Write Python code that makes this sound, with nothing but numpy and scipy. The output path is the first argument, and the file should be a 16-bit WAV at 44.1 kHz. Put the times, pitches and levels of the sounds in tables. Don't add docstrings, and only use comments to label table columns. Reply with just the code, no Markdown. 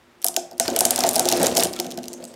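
import sys
import numpy as np
from scipy import signal
from scipy.fft import rfft, irfft
from scipy.io import wavfile

SR = 44100
rng = np.random.default_rng(int(sys.argv[2]) if len(sys.argv) > 2 else 0)


def bounce(signal):
    frames = np.transpose(np.atleast_2d(signal))
    limited = np.clip(frames, -1, 1)
    pcm = np.round(limited * 32767).astype(np.int16)
    wavfile.write(sys.argv[1], SR, pcm)


def rack_gain(trim_db):
    fader = np.asarray(trim_db, float)
    return 10 ** (fader / 20)


N = 103635

# (frequency [Hz], level [dB])
AIR_SPECTRUM = [(25, -3), (90, -6), (350, -6.5), (1200, -8.5), (2300, -12.5), (16500, -34)]
AIR_DB = -56.5
# (frequency [Hz], level [dB])
MOTOR_HUM = [(243, -65), (350, -63.5)]
FREE_S, FREE_DB = 1.84, 19
COAST_S, COAST_DB_PER_S = 1.96, 18

# (time [s], frame shaking [dB], grit [dB])
MESH_CHEWING = [(0.198, -76, -77), (0.499, -46, -89), (.66, -50, -46.5), (.72, -24.5, -47.5),
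                (.93, -34.5, -43), (1.06, -21.5, -39), (1.13, -34, -46), (1.22, -25, -43),
                (1.3, -25.5, -42), (1.38, -19, -41.5), (1.422, -18, -36), (1.47, -21, -35),
                (1.528, -27.5, -47), (1.618, -24, -35), (1.68, -26, -53), (1.74, -42.5, -53),
                (2.0, -36.5, -63.5), (2.35, -44.5, -66)]
# (frequency [Hz], level under a thud [dB], level under shaking [dB], T60 [s])
FRAME_MODES = [(79, -68, -13.5, 0.9), (178, -34, -26, 1), (207.5, -33, -14.5, 0.58), (247.8, -17, -4, 0.14),
               (319, -18, -6, 0.065), (354.5, -17.5, -1, 0.31), (459, -8.5, -1.5, 0.024),
               (531, -11.5, -5.5, 0.057), (592, -12.5, -5, 0.08), (676.5, -2.5, -7, 0.069),
               (731, -1.5, -27, 0.04), (772, -7, -16, 0.092), (869, -8.5, -19, 0.035),
               (1533, -13.5, -49, 0.026)]
# (time [s], level [dB], pitch [Hz])
SHAFT_LURCHES = [(.535, -38, 350), (0.681, -18.5, 340), (1.072, -29, 360), (1.256, -18, 363),
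                 (1.407, -9, 207), (1.645, -13, 198), (1.795, -24, 345), (1.87, -22.5, 253),
                 (1.981, -21, 247), (1.931, -26.5, 245), (1.33, -19.5, 360), (1.561, -22, 352),
                 (2.149, -34, 247), (2.23, -30.5, 243)]
THUD_DELAY_S, THUD_DB, THUD_SOFT_HZ = 0.004087, -1, 1570
JOLTS_PER_S, JOLT_SPREAD_DB, LURCH_WIDTH_HZ = 900, 4, 46

# (frequency [Hz], level [dB])
GRIT_SPECTRUM = [(700, 8.5), (1500, 1.5), (3000, 4), (7000, 9.5), (14000, -7)]
GRAINS_PER_S, GRAIN_SPREAD_DB, GRAIN_CYCLES, GRIT_CLUMP_DB = 3500, 2.5, 7.0, 4.0
GRIT_PITCHES = 20

# (time [s], crack level [dB], colour [Hz],
# thud level [dB])
SNAPPING_TEETH = [(0.2176, -38, 8650, -53), (0.2258, -35, 6400, -57), (0.244, -8, 11100, -20),
                  (0.2653, -12.5, 10000, -47), (0.2743, -23.5, 7060, -38), (0.2838, -14.5, 9100, -28),
                  (0.3422, -34, 6000, -36), (0.3643, -10, 6500, -14), (0.5122, -39.5, 5930, -30),
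                  (0.5802, -37.5, 8250, -50), (0.5983, -5.5, 7300, -14.5), (0.6121, -30, 5640, -55),
                  (0.6798, -16, 4960, -11), (0.7015, -25.5, 6330, -27), (0.7622, -13.5, 7700, -19),
                  (0.7896, -10, 9800, -50), (0.7974, -23, 9200, -33), (0.8066, -5.5, 9500, -11.5),
                  (0.852, -4, 7800, -14.5), (0.9072, -7, 8700, -16.5),
                  (0.9599, -14, 7060, -30), (0.9779, -21.5, 5850, -12), (0.9903, -16.5, 8150, -20),
                  (1.0058, -14, 6000, -29), (1.018, -33, 5000, -18), (1.0371, -13, 4570, -10.5),
                  (1.0669, -20, 8400, -18), (1.0732, -26, 8160, -29), (1.0898, -9.5, 9000, -50),
                  (1.1104, -22, 8300, -50), (1.132, -23, 9500, -25), (1.1444, -25, 8300, -23),
                  (1.1571, -12, 9700, -12.5), (1.1621, -13, 6150, -14), (1.181, -21.5, 8250, -15),
                  (1.1947, -6.5, 7800, -12), (1.2548, -18, 6500, -16), (1.2765, -36, 8700, -19.5),
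                  (1.2876, -8.5, 6200, -49), (1.3005, -22, 5960, -21), (1.3151, -17.5, 6500, -15),
                  (1.3243, -11, 5450, -16), (1.3349, -23, 4540, -34),
                  (1.404, -30, 7660, -14.5), (1.4175, -39, 9000, -15.5), (1.43, -13, 9700, -13.5),
                   (1.4502, -26, 4400, -16.5), (1.4598, -18, 6360, -31), (1.4673, -10.5, 7400, -21),
                   (1.4793, -27.5, 4320, -24), (1.5144, -29, 3470, -29.5), (1.5515, -22, 6140, -17.5),
                   (1.5696, -9, 5130, -12.5), (1.5728, -17, 6900, -13), (1.5793, -13.5, 9990, -59),
                   (1.5889, -20, 8950, -25), (1.6005, -22, 8000, -36), (1.6065, -17, 8550, -24.5),
                   (1.6194, -27, 8100, -25), (1.6348, -10, 9200, -42), (1.6426, -25, 6900, -36),
                   (1.6463, -19.5, 8000, -18.5),
                  (1.7308, -31, 8050, -48), (1.7355, -27, 5300, -42), (1.7625, -32.5, 7200, -50),
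                 (1.7899, -27.5, 4530, -23.5), (1.7996, -16, 6500, -21), (1.8451, -35, 4740, -27),
                 (1.8654, -32, 5700, -28.5), (1.9057, -34, 5840, -66), (1.9128, -31, 5700, -39),
                 (1.9202, -31, 5150, -59), (1.9748, -29.5, 5230, -25.5), (1.9873, -36.5, 3850, -33.5),
                 (2.032, -36.5, 6100, -41), (2.0403, -34, 4900, -52), (2.056, -39, 5270, -97),
                 (2.0822, -27, 6740, -69), (2.1312, -31.5, 7840, -63), (2.1367, -32.5, 6900, -41),
                 (2.2259, -43, 3500, -35), (2.2404, -32.5, 7450, -50), (2.2515, -34, 7900, -45),
                 (2.3401, -44.5, 4960, -52)]
# (time [s], crack level [dB], colour [Hz])
SPLINTERS = [(0.2205, -44, 8900), (0.2441, -27, 1320), (0.5984, -18.5, 1860), (0.7624, -20, 3060),
             (1.1385, -25, 9000), (1.15, -32, 8500), (1.1535, -28, 9000), (0.2375, -43, 6100),
             (0.521, -51, 5000), (0.531, -46, 5000), (0.9975, -36, 9500), (1.0785, -29, 8000),
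             (1.0855, -37, 6980), (1.2595, -27, 7000), (1.3655, -25, 4900), (1.3715, -25, 8900),
             (1.375, -31, 9900), (1.392, -35, 9000), (1.3985, -26, 7600), (1.563, -24, 6960),
             (1.566, -19, 8000), (1.5965, -16, 4400), (1.6035, -20.5, 5000), (1.6255, -18, 3970),
             (1.653, -22, 5840), (1.67, -29, 4960), (1.852, -47, 6030), (1.942, -42, 5500)]
# (frequency [Hz], density [dB per Hz])
CRACK_SPECTRUM = [(900, -2), (2600, -1.5), (6700, -7), (13000, -7), (16500, -16.5)]
CRACK_HOLD_S, CRACK_T60_S, CRACK_Q, CRACK_WIDE_DB = 0.0005, 0.008, 3.0, -2.0
CRACK_SAMPLES = 1024

# (frequency [Hz], T60 [s], level [dB])
WORKSHOP = [(216, 0.25, 7.5), (710, 0.38, 4), (1960, 0.37, -1), (5550, 0.29, -6), (8800, 0.25, 0),
            (14900, 0.3, -11)]
BRACKETS_HZ = [2960, 6060, 7160]
BRACKET_Q, BRACKET_DB = 8, -5
ROOM_DB, ROOM_GAP_S = -8.5, 0.0051

# (time [s], level [dB], frequency [Hz], T60 [s])
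SKIDS = [(0.37, -38.5, 5300, 0.28), (0.39, -45, 7700, 0.27), (0.61, -32, 5500, 0.34),
         (1.396, -37.5, 1730, 0.38), (2.085, -50, 7100, 0.27), (2.14, -44, 6400, 0.16),
         (2.275, -45, 8100, 0.17), (3, -36, 5500, 0.14), (1.2, -31, 5400, 0.095), (0.86, -24, 11000, 0.079),
         (2.313, -56, 4800, .15)]
SKID_Q, SKID_RISE_S = 14.0, 0.0037

# (frequency [Hz], level [dB], T60 [s])
CHIP_MODES = [
    (2570, -44.5, 0.0054),
    (3470, -42, 0.0024),
    (1355, -62, 0.28),
]
CHIP_S, SCRAPE_DECAY_S = 1.763, 0.008

MIC_LOW_HZ, RECORDER_TOP_HZ, PEAK_LIMIT = 60, 17200, 0.7


def rms_one(x):
    return x / np.sqrt(np.mean(x ** 2) + 1e-20)


def at_hz(points, hz, axis=1):
    p = np.array(points)
    return np.interp(np.log(np.maximum(hz, 1)), np.log(p[:, 0]), p[:, axis])


def colour(x, points):
    size = x.shape[-1]
    gain = rack_gain(at_hz(points, np.fft.rfftfreq(size, 1 / SR)))
    return irfft(rfft(x) * gain, size)


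def ring(clicks, hz, t60):
    radius = rack_gain(-60 / (t60 * SR))
    angle = 2 * np.pi * hz / SR
    poles = [1, -2 * radius * np.cos(angle), radius * radius]
    return signal.lfilter([0, np.sin(angle)], poles, clicks + 1e-18)


def soften(x, hz):
    return signal.sosfilt(signal.butter(2, hz, fs=SR, output="sos"), x)


def grains(per_s, spread_db):
    sizes = rack_gain(spread_db * np.minimum(rng.exponential(1, N), 5))
    signs = rng.choice([-1, 1], N)
    return sizes * signs * (rng.random(N) < per_s / SR)


def background():
    t = np.arange(N) / SR
    hum = sum(rack_gain(db) * rms_one(ring(rng.standard_normal(N), hz, 2.5)) for hz, db in MOTOR_HUM)
    unload = rack_gain(FREE_DB * np.clip((t - FREE_S) * 5 + 1, 0, 1))
    coast = rack_gain(-COAST_DB_PER_S * np.maximum(t - COAST_S, 0))
    air = rack_gain(AIR_DB) * rms_one(colour(rng.standard_normal(N), AIR_SPECTRUM))
    return air + unload * coast * hum


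def frame(snaps, shake_db):
    thud_at = ((snaps[:, 0] + THUD_DELAY_S) * SR).astype(int)
    luck_db = 3.0 * rng.standard_normal((len(snaps), len(FRAME_MODES)))
    jolts = grains(JOLTS_PER_S, JOLT_SPREAD_DB)
    lurch_s, lurch_db, lurch_hz = np.transpose(SHAFT_LURCHES)
    lurch_at = (lurch_s * SR).astype(int)
    out = 0
    for k, (hz, thud_db, db, t60) in enumerate(FRAME_MODES):
        hail = jolts * rng.uniform(-1.01, 1, N)
        clicks = rack_gain(db + shake_db) * hail / ring(hail, hz, t60).std()
        clicks[thud_at] += rack_gain(snaps[:, 3] + THUD_DB + thud_db + luck_db[:, k]) * (-1) ** k
        clicks[lurch_at] += rack_gain(lurch_db + db) / (1 + ((hz - lurch_hz) / LURCH_WIDTH_HZ) ** 2)
        out = out + ring(clicks, hz, t60)
    no_drift = signal.lfilter([1, -1], [1, -0.97], out)
    return soften(no_drift, THUD_SOFT_HZ)


def grit(grit_db):
    clumps = rms_one(soften(rng.standard_normal(N), 37))
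    ticks = grains(GRAINS_PER_S * rack_gain(GRIT_CLUMP_DB * clumps), GRAIN_SPREAD_DB)
    dealt = rng.integers(0, GRIT_PITCHES, N)
    out = 0
    for k, hz in enumerate(np.geomspace(700, 15000, GRIT_PITCHES)):
        level = rack_gain(at_hz(GRIT_SPECTRUM, hz)) * np.sqrt(hz)
        out = out + level * ring(ticks * (dealt == k), hz, GRAIN_CYCLES / hz)
    return rack_gain(grit_db) * rms_one(out)


def cracks(snaps):
    out = np.zeros((2, N + CRACK_SAMPLES))
    t = np.arange(CRACK_SAMPLES) / SR
    shape = np.minimum(t * 8000, 1) * rack_gain(-60 * np.maximum(t - CRACK_HOLD_S, 0) / CRACK_T60_S)
    shape = shape + rack_gain(-11 - 60 * t / 0.026)
    noise = colour(rng.standard_normal((len(snaps), CRACK_SAMPLES)), CRACK_SPECTRUM)
    pulse = np.roll(colour(1.0 * (t == 0), CRACK_SPECTRUM), 64)
    for (s, db, hz, *_), splintering in zip(snaps, noise):
        high_pass = signal.butter(3, hz / 2.14, "high", fs=SR)
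        wide = signal.lfilter(*high_pass, [splintering, pulse])
        own = signal.lfilter(*signal.iirpeak(hz, CRACK_Q, SR), wide)
        burst, clean = [rms_one(o) + rack_gain(CRACK_WIDE_DB) * rms_one(w) for o, w in zip(own, wide)]
        burst = shape * burst
        burst = burst / burst[:120].std()
        to_walls = 0.8 * rms_one(clean) * burst.std() + burst / 4
        start = int(s * SR)
        out[:, start:start + CRACK_SAMPLES] += rack_gain(db) * np.array([burst, to_walls])
    return out[:, :N]


def shop(x):
    size = SR // 2
    edges = 60 * 2 ** np.arange(0, 8.3, 0.5)
    t = np.arange(size) / SR
    white = rng.standard_normal((2, size))
    tail = 0
    for k, (low, high) in enumerate(zip(edges, edges[1:])):
        hz = np.sqrt(low * high)
        band_pass = signal.butter(2, [low, high], "band", fs=SR, output="sos")
        band = signal.sosfilt(band_pass, white[k % 2])
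        tail = tail + band * rack_gain(at_hz(WORKSHOP, hz, axis=2) - 60 * t / at_hz(WORKSHOP, hz))
    steel = sum(signal.lfilter(*signal.iirpeak(hz, BRACKET_Q, SR), tail) for hz in BRACKETS_HZ)
    tail = tail + rack_gain(BRACKET_DB) * steel
    tail = tail * np.clip(t / ROOM_GAP_S - 1, 0, 1)
    tail = tail / np.sqrt(np.sum(white[0] ** 2) / 20)
    return rack_gain(ROOM_DB) * signal.fftconvolve(x, tail)[:N]


def skids():
    t, out = np.arange(N) / SR, 0
    for s, db, hz, t60 in SKIDS:
        late = np.maximum(t - s, 0)
        hiss = rms_one(signal.lfilter(*signal.iirpeak(hz, SKID_Q, SR), rng.standard_normal(N)))
        out = out + hiss * np.minimum(late / SKID_RISE_S, 1) * rack_gain(db - 60 * late / t60)
    return out


def chip():
    late = np.arange(N) / SR - CHIP_S
    scrape = rng.standard_normal(N) * (late > 0) * np.exp(-np.abs(late) / SCRAPE_DECAY_S)
    return sum(rack_gain(db) * ring(scrape, hz, t60) for hz, db, t60 in CHIP_MODES)


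def scene():
    t = np.arange(N) / SR
    snaps = np.array(SNAPPING_TEETH)
    chew_s, shake, gritty = np.transpose(MESH_CHEWING)
    shake_db = np.interp(t, chew_s, shake, -90) - 7.0
    grit_db = np.interp(t, chew_s, gritty, -90) + 10.7
    near, far = cracks(snaps) + cracks(SPLINTERS)
    rig = frame(snaps, shake_db) + grit(grit_db) + skids() + chip()
    return (near + rig + shop(far + rig) + background())[None]


def top_cut(x):
    return signal.sosfilt(signal.butter(12, 16970, fs=SR, output="sos"), x)


def record(dry):
    rounded = PEAK_LIMIT * np.tanh(dry / PEAK_LIMIT)
    low_pass = signal.cheby2(10, 60, RECORDER_TOP_HZ, fs=SR, output="sos")
    high_pass = signal.butter(3, MIC_LOW_HZ, "high", fs=SR, output="sos")
    mix = signal.sosfilt(high_pass, signal.sosfilt(low_pass, rounded))
    return top_cut(mix)


dry = scene()
out = record(dry)
bounce(out)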